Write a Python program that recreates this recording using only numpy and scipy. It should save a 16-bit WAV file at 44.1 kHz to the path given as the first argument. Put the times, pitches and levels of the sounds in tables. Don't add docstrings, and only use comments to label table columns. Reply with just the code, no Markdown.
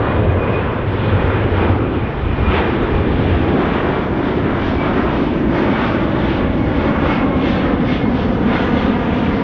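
import sys
import numpy as np
from scipy import signal
from scipy.fft import irfft, next_fast_len
from scipy.io import wavfile

SR = 44100
rng = np.random.default_rng(int(sys.argv[2]) if len(sys.argv) > 2 else 0)


def volts_from_decibels(level):
    exponent = np.asarray(level, float) / 20
    return 10 ** exponent


def generate_wav(sig):
    pcm = np.round(np.clip(np.atleast_2d(sig).T, -1, 1) * 32767).astype(np.int16)
    wavfile.write(sys.argv[1], SR, pcm)


N = 415863
SIZE = next_fast_len(N)

# frequency in Hz, density in dB per Hz.
EXHAUST_SPECTRUM = [(65, -33), (110, -3.5), (170, -0.5), (240, 1), (340, -3), (520, -7), (700, -11.5),
                    (1000, -13), (1500, -17), (2400, -23.5), (3550, -29.5), (3950, -38.5), (6000, -55),
                    (8400, -81.5)]
# peak time in seconds, length in seconds, lift in dB.
BODY_LULLS = [
    (.3, 0.36, 1.5),
    (.85, 0.81, -4.5),
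    (1.6, .5, 0.5),
    (2.15, .75, -7),
    (3.55, 0.24, 4.5),
    (4.72, .45, -3),
    (5.62, 0.27, 2.5),
    (5.85, 0.33, -2),
]
# peak time in seconds, length in seconds, middle lift in dB, treble lift in dB.
CLEAR_AIR = [(0.06, 0.52, 6.5, 1.5), (0.55, 0.68, 5.5, 1), (0.95, 0.33, -1, 2.5), (1.22, 1.03, 4.5, 4.5),
             (1.63, 0.32, 6, 3.5), (2.57, 0.26, 3.5, 2.5), (2.59, 0.62, 5, 6.5), (2.92, 0.45, 3, 4),
             (3.31, 0.84, 2, 6.5), (3.75, 0.26, -1, 3.5), (3.79, 0.85, 6.5, 3), (4.29, 0.37, 3, 3.5),
             (4.56, 0.46, 4, 0), (4.68, 0.26, 2, 5.5), (4.85, 0.2, 7.5, 4.5), (5.0, 0.4, 6.5, 3.5),
             (5.17, 0.3, 3.5, 4.5), (5.58, 0.26, 5.5, 5.5), (5.81, 0.56, 7, 8.5), (6.24, 0.75, 3.5, 4),
             (6.84, 0.75, -0.5, 4.5), (7.02, 1.0, 6, -1.5), (7.12, 0.36, 1.5, 8), (7.53, 0.48, 2.5, 10.5),
             (7.69, 0.37, 3, -1), (7.93, 0.33, 0.5, 8), (8.2, 0.22, 0, 7), (8.56, 0.36, 7.5, 6.5),
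             (8.79, 0.4, 4.5, 6.5), (9.22, 0.83, 3, 5.5)]
# time in seconds, slope above the treble in dB per octave.
AIR_SLOPE = [(0, -7.5), (2.3, -5), (3, -3), (4.5, 1.5), (9.43, 3)]
# time in seconds, frequency in Hz.
BLADE_TONE = [(0, 2448), (.6, 2472), (1.2, 2460), (1.6, 2445), (2.45, 2420), (3.3, 2384), (4.8, 2310),
              (5.8, 2248), (6.9, 2188), (7.5, 2165), (8, 2142), (8.6, 2105), (9.43, 2076)]
# time in seconds, level in dB re the tone.
BLADE_OCTAVE = [(0, -37), (7.2, -35), (7.6, -18), (8, -25), (8.7, -15), (9.0, -15.5), (9.43, -22)]
# peak time in seconds, length in seconds, lift in dB.
TONE_GLINTS = [(.13, .25, 13), (.28, .2, 9), (.43, .2, 12), (.56, .18, 18), (1.08, .2, 9), (1.2, .2, 14),
               (1.33, .2, 12.5), (1.61, 0.24, 14.5), (2.1, .5, 4), (2.46, 0.38, 17.5), (2.65, .2, 11.5),
               (2.95, 0.5, 10), (3.27, .2, 7), (3.7, .25, 12.5), (3.95, .35, 10), (4.6, .3, 9),
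               (4.81, .17, 18), (5.75, .4, 14), (6.3, .3, 6.5), (6.62, .2, 11), (6.86, 0.38, 15.5),
               (7.12, 0.45, 19.5), (7.33, .15, 11), (7.45, .2, 14), (7.57, .2, 20.5), (7.92, 0.25, 18.5),
               (8.05, 0.15, 15), (8.56, 0.28, 15), (8.78, .36, 11.5), (9.35, .2, 10)]
# time in seconds, extra path in ms, strength 0-1, share of treble kept 0-1.
GROUND_BOUNCE = [(0, 1.77, 0.39, 0), (1, 2.04, 0.25, 0), (1.8, 2.52, 0.26, 0), (2.5, 2.3, 0.12, 0.06),
                 (3.7, 2.56, 0.17, 0), (4.2, 2.96, 0.3, 0), (5.2, 3.1, 0.25, 0.2), (6.3, 3.5, 0.34, 0.7),
                 (7.2, 3.6, 0.27, 0.75), (7.9, 4, 0.34, 0.9), (9.43, 4.24, 0.45, 0.6)]
# time in seconds, centre in Hz, level in dB.
DRONE_COURSE = [(0, 102, -21), (.25, 101, -16.5), (.7, 98, -24), (1.1, 97, -18), (1.5, 95, -18),
                (1.9, 93, -22.5), (2.15, 85, -23.5), (2.45, 80, -16.5), (2.72, 82, -30), (2.95, 85, -21.5),
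                (3.42, 89, -18.5), (3.62, 86, -29.5), (4.6, 70, -30.5), (5.6, 75, -38.5), (6.5, 78, -25.5),
                (7.9, 80, -32), (8.45, 82, -27), (9.43, 85, -33.5)]
# frequency in Hz, density in dB per Hz.
SWELL_SPECTRUM = [(14, -20.5), (25, -6), (40, -3.5), (60, 2), (100, -2.5), (150, -8), (220, -33.5)]
# peak time in seconds, length in seconds, lift in dB.
EDDY_BILLOWS = [
    (.3, .35, 5),
    (1.2, 0.81, 3),
    (2.3, .7, 5),
    (2.95, 0.55, 7.5),
    (3.85, 0.97, -3),
    (4.68, .5, 5.5),
    (5.03, 0.27, 3),
    (6.4, .9, 2),
    (8.55, .45, -1.5),
]
# time in seconds, peak in dB, frequency in Hz.
HANDLING_TICKS = [(.325, -61, 6200), (.335, -78, 7900), (.855, -72, 7800), (.92, -65, 8000),
                  (.92, -69, 11800), (1.325, -73, 8060), (1.325, -75, 11700), (1.854, -70, 11900),
                  (2.117, -74, 8000), (2.245, -70, 8200), (2.245, -76, 10300), (2.245, -78, 13000),
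                  (2.82, -71, 11200), (2.83, -58, 6400), (2.84, -70, 7900)]

BASS_HZ, LOW_HZ, MIDDLE_HZ, TREBLE_HZ, TOP_HZ = 160, 308, 1290, 4230, 7000
TOP_SHARE = 0.64
BASS_START_DB, BASS_FILL_DB, FILL_FROM_S, FILL_LENGTH_S = -3, 4, 1.7, 3.5
ROAR_DB, FAN_DULL_DB = -16.5, -49.5
SWELL_DB, SWELL_RISE_DB_PER_S = -28, 0.26
RISE_SHARE = 0.45
GATE_DB, GATE_WOBBLE_DB, GATE_FROM_HZ = -101, 5.5, 6400


def rms_one(x):
    return x / np.sqrt(np.mean(x ** 2) + 1e-20)


def in_time(rows):
    time_s, *columns = np.transpose(rows)
    return [np.interp(np.arange(N) / SR, time_s, column) for column in columns]


def humps(rows):
    rows = np.array(rows)
    time_s = np.arange(0, N + 64, 64) / SR
    ahead = (time_s - rows[:, :1]) / np.maximum(rows[:, 1:2], 0.05)
    phase = np.clip(ahead / np.where(ahead < 0, RISE_SHARE, 1 - RISE_SHARE), -1, 1)
    shape = np.cos(np.pi / 2 * phase) ** 2
    return [np.interp(np.arange(N) / SR, time_s, column) for column in rows[:, 2:].T @ shape]


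def drift(rate_hz):
    pole = np.exp(-80 * np.pi * rate_hz / SR)
    coarse = rng.standard_normal(N // 40 + 2002)
    slow = signal.lfilter([1], [1, -2 * pole, pole * pole], coarse)[2000:]
    return np.interp(np.arange(N) / 40, np.arange(len(slow)), rms_one(slow))


def shaped_noise(spectrum, low_hz=10, high_hz=20000):
    hz = np.maximum(np.fft.rfftfreq(SIZE, 1 / SR), 1)
    points = np.array(spectrum)
    place = np.clip(np.log(hz / low_hz) / np.log(high_hz / low_hz), 0, 1)
    gain = volts_from_decibels(np.interp(np.log(hz), np.log(points[:, 0]), points[:, 1], left=-99, right=-120))
    white = rng.standard_normal(len(hz)) + 1j * rng.standard_normal(len(hz))
    return irfft(white * gain * np.sin(np.pi * place), SIZE)[:N]


def exhaust(shared_db, own_db):
    body_db, = humps(BODY_LULLS)
    middle_db, treble_db = humps(CLEAR_AIR)
    slope_db, = in_time(AIR_SLOPE)
    filled = np.clip((np.arange(N) / SR - FILL_FROM_S) / FILL_LENGTH_S, 0, 1)
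    bass_db = 0.36 * body_db + BASS_START_DB + BASS_FILL_DB * filled
    levels_db = np.array([bass_db, body_db, 1.16 * middle_db, 1.12 * treble_db, TOP_SHARE * treble_db])
    swings_db = levels_db - levels_db.mean(axis=1, keepdims=True)
    anchors = np.log([BASS_HZ, LOW_HZ, MIDDLE_HZ, TREBLE_HZ, TOP_HZ])
    flutter = drift(14)
    roar = 0
    for hz in 80 * 2 ** np.arange(0, 7.1, 0.5):
        band = shaped_noise(EXHAUST_SPECTRUM, hz / np.sqrt(2), hz * np.sqrt(2))
        weights = np.array([np.interp(np.log(hz), anchors, corner) for corner in np.eye(len(anchors))])
        air_db = slope_db * max(np.log2(hz / 3300), 0)
        reach = np.sqrt(hz / TREBLE_HZ)
        twinkle_db = reach * (shared_db * flutter + own_db * drift(4.5))
        roar = roar + band * volts_from_decibels(weights @ swings_db + air_db + twinkle_db)
    return volts_from_decibels(ROAR_DB) * rms_one(roar)


def fan(scatter, level_db):
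    blade_hz, = in_time(BLADE_TONE)
    octave_db, = in_time(BLADE_OCTAVE)
    glint_db, = humps(TONE_GLINTS)
    blades = 0
    for apart_hz, engine_db in ((-5, 0), (9, -8)):
        phase = 2 * np.pi * np.cumsum(blade_hz + apart_hz + 7 * drift(8)) / SR
        path = np.sqrt(1 - scatter) + np.sqrt(scatter / 2) * (drift(32) + 1j * drift(32))
        tone = np.exp(1j * phase) + volts_from_decibels(octave_db) * np.exp(2j * phase)
        blades = blades + volts_from_decibels(FAN_DULL_DB + glint_db + engine_db + level_db) * np.real(path * tone)
    return blades


def ground(x, soft_hz, grazing_hz, steep_hz):
    late_ms, strength, treble = in_time(GROUND_BOUNCE)
    strength, treble = np.clip(strength, 0, 1), np.clip(treble, 0, 1)
    dull, clear = (signal.sosfiltfilt(signal.butter(1, [soft_hz, hz], "band", fs=SR, output="sos"), x)
                   for hz in (grazing_hz, steep_hz))
    bounced = dull + treble * (clear - dull)
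    late = np.interp(np.arange(N) - late_ms * SR / 1000, np.arange(N), bounced)
    return (x + strength * late) / np.sqrt(1 + 0.84 * strength ** 2)


def deep(width_hz, lumpy_db):
    centre_hz, drone_db = in_time(DRONE_COURSE)
    billow_db, = humps(EDDY_BILLOWS)
    phase = 2 * np.pi * np.cumsum(centre_hz) / SR
    drone = rms_one(drift(width_hz) * np.cos(phase) + drift(width_hz) * np.sin(phase))
    swell_db = SWELL_DB + SWELL_RISE_DB_PER_S * np.arange(N) / SR + billow_db
    swell = rms_one(shaped_noise(SWELL_SPECTRUM, 5, 900))
    return volts_from_decibels(lumpy_db * drift(3.7)) * (volts_from_decibels(drone_db) * drone + volts_from_decibels(swell_db) * swell)


def ticks(length_s):
    out = np.zeros(N)
    time_s = np.arange(round(length_s * SR)) / SR
    count = len(time_s)
    for at_s, peak_db, hz in HANDLING_TICKS:
        start = round((at_s - length_s / 2) * SR)
        wobble = np.cumsum(rng.normal(0, 0.2, 2000))[:count]
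        ring = np.sin(2 * np.pi * hz * time_s + wobble)
        out[start:start + count] += volts_from_decibels(peak_db) * np.hanning(count) * ring
    return out


def band_gate(x):
    hz, _, frames = signal.stft(x, SR, nperseg=2048)
    power = np.abs(frames[:1024].reshape(64, 16, -1)) ** 2
    count = frames.shape[1]
    jumps = 0.45 * rng.standard_normal(count) + 0.8 * rng.standard_normal((64, count))
    limit = volts_from_decibels(GATE_DB + GATE_WOBBLE_DB * jumps) ** 2
    weak = np.repeat(power.mean(axis=1) < limit, 16, axis=0)
    frames[:1024][weak & (hz[:1024, None] > GATE_FROM_HZ)] = 0
    return signal.istft(frames, SR, nperseg=2048)[1][:N]


def scene():
    roar = ground(exhaust(shared_db=0.5, own_db=1.5), soft_hz=90, grazing_hz=1050, steep_hz=2800)
    blades = fan(scatter=0.4, level_db=2)
    return (roar + blades + deep(width_hz=23.5, lumpy_db=-0.35) + ticks(length_s=0.022))[None]


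def low_pass(x):
    return signal.sosfilt(signal.butter(12, 14000, fs=SR, output="sos"), x)


def record(dry):
    rounded = 1.512 * np.tanh(dry[0] / 1.464)
    mix = band_gate(rounded)[None]
    return low_pass(mix)


dry = scene()
out = record(dry)
generate_wav(out)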